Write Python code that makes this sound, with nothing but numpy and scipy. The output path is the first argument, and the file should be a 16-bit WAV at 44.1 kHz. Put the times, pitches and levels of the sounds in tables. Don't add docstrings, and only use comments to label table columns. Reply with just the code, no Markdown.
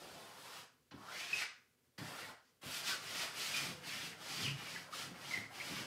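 import sys
import numpy as np
from scipy import signal
from scipy.fft import rfft, irfft, next_fast_len
from scipy.io import wavfile
from scipy.ndimage import uniform_filter1d

SR = 44100
rng = np.random.default_rng(int(sys.argv[2]) if len(sys.argv) > 2 else 0)


def gain_from_db(level_db):
    decades = np.asarray(level_db, float) / 20
    return 10 ** decades


def transcribe(u):
    v = np.clip(np.atleast_2d(u).T, -1, 1)
    q = np.round(v * 32767).astype(np.int16)
    wavfile.write(sys.argv[1], SR, q)


N = 258415

# t/s, tick level/dB, thump level/dB
LANDINGS = [
    (0.909, -56, -74.5),
    (1.978, -51.5, -63),
    (2.627, -53.5, -70),
]
# turn t/s, effort at the turn/dB, effort at full speed/dB,
# lean over the sweep/dB, thread rate f/Hz
SWEEPS = [(2.612, -63, -48, 6, 2370), (2.831, -54, -43.5, -4, 2240), (3.0, -61, -50, 6, 2250),
          (3.32, -61, -45, 5.5, 2500), (3.808, -68.5, -51, 2, 2380), (4.165, -68, -51, 5.5, 2360),
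          (4.556, -63, -55, -1, 2120), (4.899, -73, -49.5, 0.5, 1660), (5.13, -69.5, -55.5, 15.5, 2100),
          (5.485, -71.5, -51, 7.5, 2160), (5.9, -63.5, -55, 0.5, 1600)]
USUAL_DB = -55.5


def evened(x):
    return x / np.sqrt(np.mean(x ** 2) + 1e-20)


def read(points, hz):
    f, value = np.transpose(points)
    return np.interp(np.log(hz + 1), np.log(f + 1), value)


def add(mix, s, sound):
    part = mix[round(s * SR):][:len(sound)]
    part += sound[:len(part)]


def coloured(x, spectrum):
    size = next_fast_len(len(x))
    gain = gain_from_db(read(spectrum, np.fft.rfftfreq(size, 1 / SR)))
    return evened(irfft(rfft(x, size) * gain, size)[:len(x)])


def resonate(x, hz, width):
    turn = np.exp(2j * np.pi * np.cumsum(hz * np.ones(len(x))) / SR)
    r = np.exp(-np.pi * width / SR)
    return 2 * (turn * signal.lfilter([1 - r], [1, -r], x / turn)).real


def wander(count, seconds):
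    size = max(int(seconds * SR), 1)
    smooth = uniform_filter1d(rng.standard_normal(count), size)
    return evened(uniform_filter1d(smooth, size))


def slips(per_s, spread_db, clump_db):
    size = gain_from_db(spread_db * np.minimum(rng.exponential(1, N), 4)) * rng.choice([-1., 1.], N)
    released = rng.random(N) < per_s / SR
    return evened(size * released * gain_from_db(clump_db * wander(N, 0.011)))


def hush():
    # f/Hz, level per Hz/dB
    hush_spectrum = [(24, -53), (40, -26), (91, -9), (103, -17.5), (123, -15), (143, -8.5), (193, -18.5),
                     (247, -8.5), (310, -18), (461, -13), (654, -24), (1220, -25.5), (1420, -24.5),
                     (15600, -31)]
    # f/Hz, rms level/dB
    hum_lines = [(119.5, -79), (240, -90)]
    t = np.arange(N) / SR
    waver_db = 2.5 * wander(N, .04)
    hum = sum(gain_from_db(db - 8.5 + waver_db) * np.sin(2 * np.pi * hz * t) for hz, db in hum_lines)
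    air_db = -76.5 + 0.61 * wander(N, 0.029)
    return gain_from_db(air_db) * coloured(rng.standard_normal(N), hush_spectrum) + hum


def echoes():
    # f/Hz, t60/s
    decay_times = [(100, 0.07), (400, 0.3), (1200, .47), (3000, 0.35), (7000, 0.37), (14000, 0.1)]
    # delay t/s, level/dB
    wall_echoes = [(.0021, -2), (.0057, -1), (.0093, -18.5), (0.012, -22.5), (0.0194, -42)]
    taps = np.zeros(SR // 2 + SR // 8)
    at = np.arange(300, len(taps) - 20, 20)
    taps[at + rng.integers(0, 20, len(at))] = rng.choice([-1., 1.], len(at))
    hz, t, z = signal.stft(taps, SR, nperseg=256)
    t60 = read(decay_times, hz)[:, None]
    tail = signal.istft(z * gain_from_db(-60 * t / t60) / np.sqrt(t60), SR, nperseg=256)[1]
    tail *= gain_from_db(-4.5) / np.linalg.norm(tail)
    for delay, db in wall_echoes:
        tail[round(delay * rng.uniform(.8, 1.2) * SR)] += rng.choice([-1, 1]) * gain_from_db(db - 9)
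    return tail


def studio(x):
    paths = np.array([wander(N, .025) for _ in range(5)])
    paths /= np.linalg.norm(paths, axis=0)
    return gain_from_db(-2.5) * x + sum(signal.fftconvolve(x * path, echoes())[:N] for path in paths)


def rubbing():
    rise_db_per_s, fall_db_per_s, turn_speed = 255, 160, 0.74
    rows = []
    for (s, turn_db, db, lean_db, hz), (end, next_db, *_) in zip(SWEEPS, SWEEPS[1:]):
        first_db, last_db = db - lean_db / 2, db + lean_db / 2
        rise = np.clip((first_db - turn_db) / rise_db_per_s, .01, .45 * (end - s))
        fall = np.clip((last_db - next_db) / fall_db_per_s, .01, .45 * (end - s))
        rows += [(s, turn_db, turn_speed * hz), (s + rise, first_db, hz), (end - fall, last_db, hz)]
    return rows + [(end, next_db, turn_speed * hz)]


def hand():
    # t/s, effort as fizz level/dB, thread rate f/Hz
    dabs = [
        [(0.0, -59.5, 480), (0.2, -60, 560), (0.35, -62, 930), (0.44, -58, 1030), (0.51, -58, 933),
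         (0.54, -54, 1100), (0.6, -57, 1080), (0.67, -72, 1240)],
        [(0.91, -80, 888), (0.96, -72, 900), (1.06, -62.5, 952), (1.12, -55, 1540), (1.2, -50.5, 2140),
         (1.29, -54.5, 2220), (1.33, -49, 2310), (1.424, -45, 1940), (1.46, -59, 2100)],
        [(1.978, -52, 2160), (2.01, -58, 1680), (2.09, -53, 1740), (2.14, -56.5, 1710), (2.18, -53.5, 2000),
         (2.3, -59.5, 1900), (2.36, -87, 1340)],
        [(2.42, -88, 1500), (2.455, -79, 1570), (2.5, -80, 2600), (2.54, -115, 2250)],
    ]
    # t/s, change of effort/dB, width t/s
    surges = [(2.88, 2, 0.069), (3.21, 3.5, 0.068), (3.42, 3, 0.027), (3.569, 5, 0.0083), (3.65, -3, 0.036),
              (3.75, -3.5, 0.016), (3.86, 3.5, 0.059), (4.34, 4, 0.053), (4.44, 3, 0.022),
              (4.72, 2.5, 0.042), (4.935, 12.5, 0.025), (5.33, 0, 0.013), (5.8, -2, 0.045)]
    # weave band/dB, paint drag/dB, top sheen/dB, board shake/dB
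    loads = [(-1.5, -2, 3.5, -69), (6, -2.5, 1, -67), (1.5, 2, 3.5, -58), (-10, -35, -17, -85.5),
             (-18, -1, 5, -64), (-20, 0.5, 3, -59.5), (-0.5, 0.5, 3, -59), (-3, -1, 3.5, -61),
             (6.5, -3.5, 3, -58), (-4, -0.5, 2, -67), (3.5, -1.5, 2, -59), (-9, 0, 3, -62),
             (1.5, -0.5, 2, -58), (0, 2, 3, -61.5), (2, 0, 1, -58)]
    t, strokes = np.arange(N) / SR, dabs + [rubbing()]
    s, db, hz = np.transpose(sum(strokes, []))
    effort_db = np.interp(t, s, db)
    for at, up_db, width in surges:
        effort_db += up_db * np.exp(-.5 * ((t - at) / width) ** 2)
    touch = np.zeros(N)
    for rows in strokes:
        start, end = rows[0][0], rows[-1][0]
        landing = (t - start) / .006 + (start < .02)
        lift = (end - t) / .03
        touch += np.clip(np.minimum(landing, lift), 0, 1)
    starts = [rows[0][0] for rows in dabs] + [row[0] for row in SWEEPS]
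    stroke = np.maximum(np.searchsorted(starts, t + .02) - 1, 0)
    load = uniform_filter1d(np.array(loads, float)[stroke], size=1300, axis=0).T
    return effort_db, np.interp(t, s, hz), touch, load


def pressure():
    # t/s, shake level/dB, rise t/s, fall t/s
    presses = [(0.04, -61.5, .03, 0.7), (0.945, -46, 0.025, 0.1), (1.33, -58, 0.051, .05),
               (2.011, -41, 0.03, 0.053), (2.67, -51, 0.051, .07), (3.7, -46, 0.16, 0.11),
               (4.07, -58, 0.16, 0.045), (4.44, -42.5, 0.17, 0.17), (5.1, -47.5, 0.081, .08),
               (5.37, -53, 0.035, 0.14), (5.72, -46.5, 0.077, 0.28)]
    effort_db, _, touch, load = hand()
    t = np.arange(N) / SR
    pushes = sum(gain_from_db(db - 20 * np.maximum((s - t) / rise, (t - s) / fall)) for s, db, rise, fall in presses)
    shake_lag = 0.69
    steady = gain_from_db(load[3] + (1 - shake_lag) * (effort_db - USUAL_DB))
    return touch * (steady + pushes)


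def board():
    # f/Hz, bandwidth f/Hz, level/dB
    modes = [(59, 33, -25), (109.4, 5.3, -1.5), (144.3, 11.3, 1.5), (172.2, 9.2, 1), (209, 83, 4),
             (263, 28, -2.5)]

    def ring(x):
        return sum(gain_from_db(db) * resonate(x, hz, width) / np.sqrt(width) for hz, width, db in modes)

    push = pressure() * gain_from_db(-4) * slips(per_s=4000, spread_db=1.5, clump_db=1)
    unit = np.std(ring(rng.standard_normal(SR)))
    for s, _, thump_db in LANDINGS:
        add(push, s + 0.0074, gain_from_db(thump_db + 15.5) * np.hanning(30))
    low_band = signal.butter(3, [68, 420], "band", fs=SR, output="sos")
    return signal.sosfilt(low_band, ring(push) / unit)


def raggedness(db, length):
    tight_db, tight_ragged, ragged_per_db, most, steady_s = -30, .12, .05, .7, .06
    return np.clip(tight_ragged + ragged_per_db * (tight_db - db), 0, most) * min(1, steady_s / length)


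def squeak(db, first_hz, last_hz, length):
    ragged = raggedness(db, length)
    jitter, flutter = wander(count=8000, seconds=.0012), wander(count=8000, seconds=.003)
    size = min(int(length * SR), 8000)
    hz = np.linspace(first_hz, last_hz, size) * (1 + 0.099 * ragged * jitter[:size])
    turns = 2 * np.pi * np.cumsum(hz) / SR
    tone = np.sin(turns) + gain_from_db(-21) * np.sin(2 * turns)
    tone = evened(gain_from_db(6 * ragged * np.tanh(flutter[:size])) * tone) / np.sqrt(2)
    return gain_from_db(db) * tone * signal.windows.tukey(size, .35)


def judders():
    # t/s, level/dB, first f/Hz, last f/Hz, length t/s
    judder_events = [
        (2.655, -51.5, 137, 134, 0.043),
        (3.62, -61.5, 135.6, 143, 0.19),
        (3.7, -60, 515.5, 492, 0.16),
        (4.05, -64, 471, 450, 0.13),
        (4.432, -43, 133.7, 141, 0.15),
    ]
    out = np.zeros(N)
    for s, *shape in judder_events:
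        add(out, s, squeak(*shape))
    return out


def squeaks():
    # t/s, level/dB, first f/Hz, last f/Hz, length t/s
    squeak_events = [(1.1, -56, 1880, 2300, .11), (1.195, -49.5, 2280, 2620, .14),
                     (1.329, -27, 2570, 2510, .019), (1.365, -42, 2510, 2520, .034),
                     (1.386, -44, 2150, 2180, .05), (1.396, -48, 1600, 1350, .05),
                     (2.18, -54, 1910, 1900, .08), (2.876, -45, 2300, 1650, .035),
                     (2.902, -41, 1700, 1330, .055), (3.534, -36, 2450, 2400, .06),
                     (3.595, -44, 2420, 2400, .05), (4.32, -50, 4750, 4600, .11),
                     (4.425, -46, 3700, 3300, .025), (4.444, -38, 3000, 2750, .025),
                     (4.456, -42, 2460, 2400, .04), (4.475, -42, 2850, 2800, .05),
                     (4.753, -42, 2050, 1700, .018), (4.925, -41, 1285, 1240, .024),
                     (5.306, -40, 2220, 2160, .02), (5.334, -31, 2120, 2050, .016),
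                     (5.351, -41, 1980, 2060, .045), (5.4, -51, 2080, 2080, .07), (5.5, -59, 800, 780, .05),
                     (5.598, -39, 2130, 2190, .022)]
    out = np.zeros(N)
    for s, *shape in squeak_events:
        add(out, s, squeak(*shape))
    return out


def landings():
    out, t = np.zeros(N), np.arange(2500) / SR
    for s, tick_db, _ in LANDINGS:
        envelope = gain_from_db(tick_db - 60 * t / .12) * np.minimum(t / .004, 1)
        add(out, s, envelope * rng.standard_normal(2500))
    band = signal.butter(6, [450, 5800], "band", fs=SR, output="sos")
    return signal.sosfilt(band, out + 2.4 * resonate(out, 1430, 2700))


def bristles():
    # f/Hz, level per Hz/dB
    fizz_spectrum = [(410, -37), (700, -14), (956, -8.5), (1050, -4.5), (1370, -3), (1540, -4),
                     (1740, -2.5), (2370, 0), (2990, 1.5), (3930, -1), (4840, 1.5), (6780, -6),
                     (12200, -15), (15600, -20.5)]
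    # f/Hz, level per Hz/dB
    drag_spectrum = [(200, -30), (330, -5.5), (600, 0), (1000, -2), (1600, -1.5), (3000, -29)]
    fizz_db, thread_hz, touch, (weave_db, drag_db, sheen_db, _) = hand()
    over_db = fizz_db - USUAL_DB
    weave_db = weave_db - 0.1 * over_db
    drag_db = drag_db - 0.69 * over_db
    sheen_db = sheen_db - .15 * over_db
    fizz = coloured(slips(per_s=16000, spread_db=1.5, clump_db=.7), fizz_spectrum)
    sheen = signal.sosfilt(signal.butter(3, 6200, "high", fs=SR, output="sos"), fizz)
    fizz = fizz + gain_from_db(sheen_db) * sheen - sheen
    rub = slips(per_s=9000, spread_db=0.0, clump_db=3.9)
    narrow, wide = rub, rub
    for _ in range(3):
        narrow = resonate(narrow, thread_hz, 800)
        wide = resonate(wide, thread_hz, 2200)
    fast = np.clip((thread_hz - 1000) / 1100, 0, 1)
    weave = (1 - fast) * evened(narrow) + fast * evened(wide)
    weave = signal.sosfilt(signal.butter(4, 5600, fs=SR, output="sos"), weave)
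    drag = coloured(slips(per_s=4000, spread_db=-1, clump_db=2.1), drag_spectrum)
    return touch * gain_from_db(fizz_db) * (gain_from_db(2.0) * fizz + gain_from_db(weave_db - 3) * weave + gain_from_db(drag_db - 2.5) * drag)


def scene():
    brush = bristles() + landings()
    wall = board() + judders()
    locks = squeaks()
    share = gain_from_db(-3.5)
    mono = studio(brush + share * locks) + (1 - share) * locks + wall + hush()
    return np.tile(mono, (2, 1))


def low_pass(x):
    return signal.sosfilt(signal.butter(12, 15710, fs=SR, output="sos"), x)


def record(dry):
    cut = signal.sosfilt(signal.butter(4, 46, "high", fs=SR, output="sos"), dry)
    edge = signal.firwin(511, 15750, window=("kaiser", 9), fs=SR)
    return low_pass(signal.oaconvolve(cut, edge[None], "same"))


dry = scene()
out = record(dry)
transcribe(out)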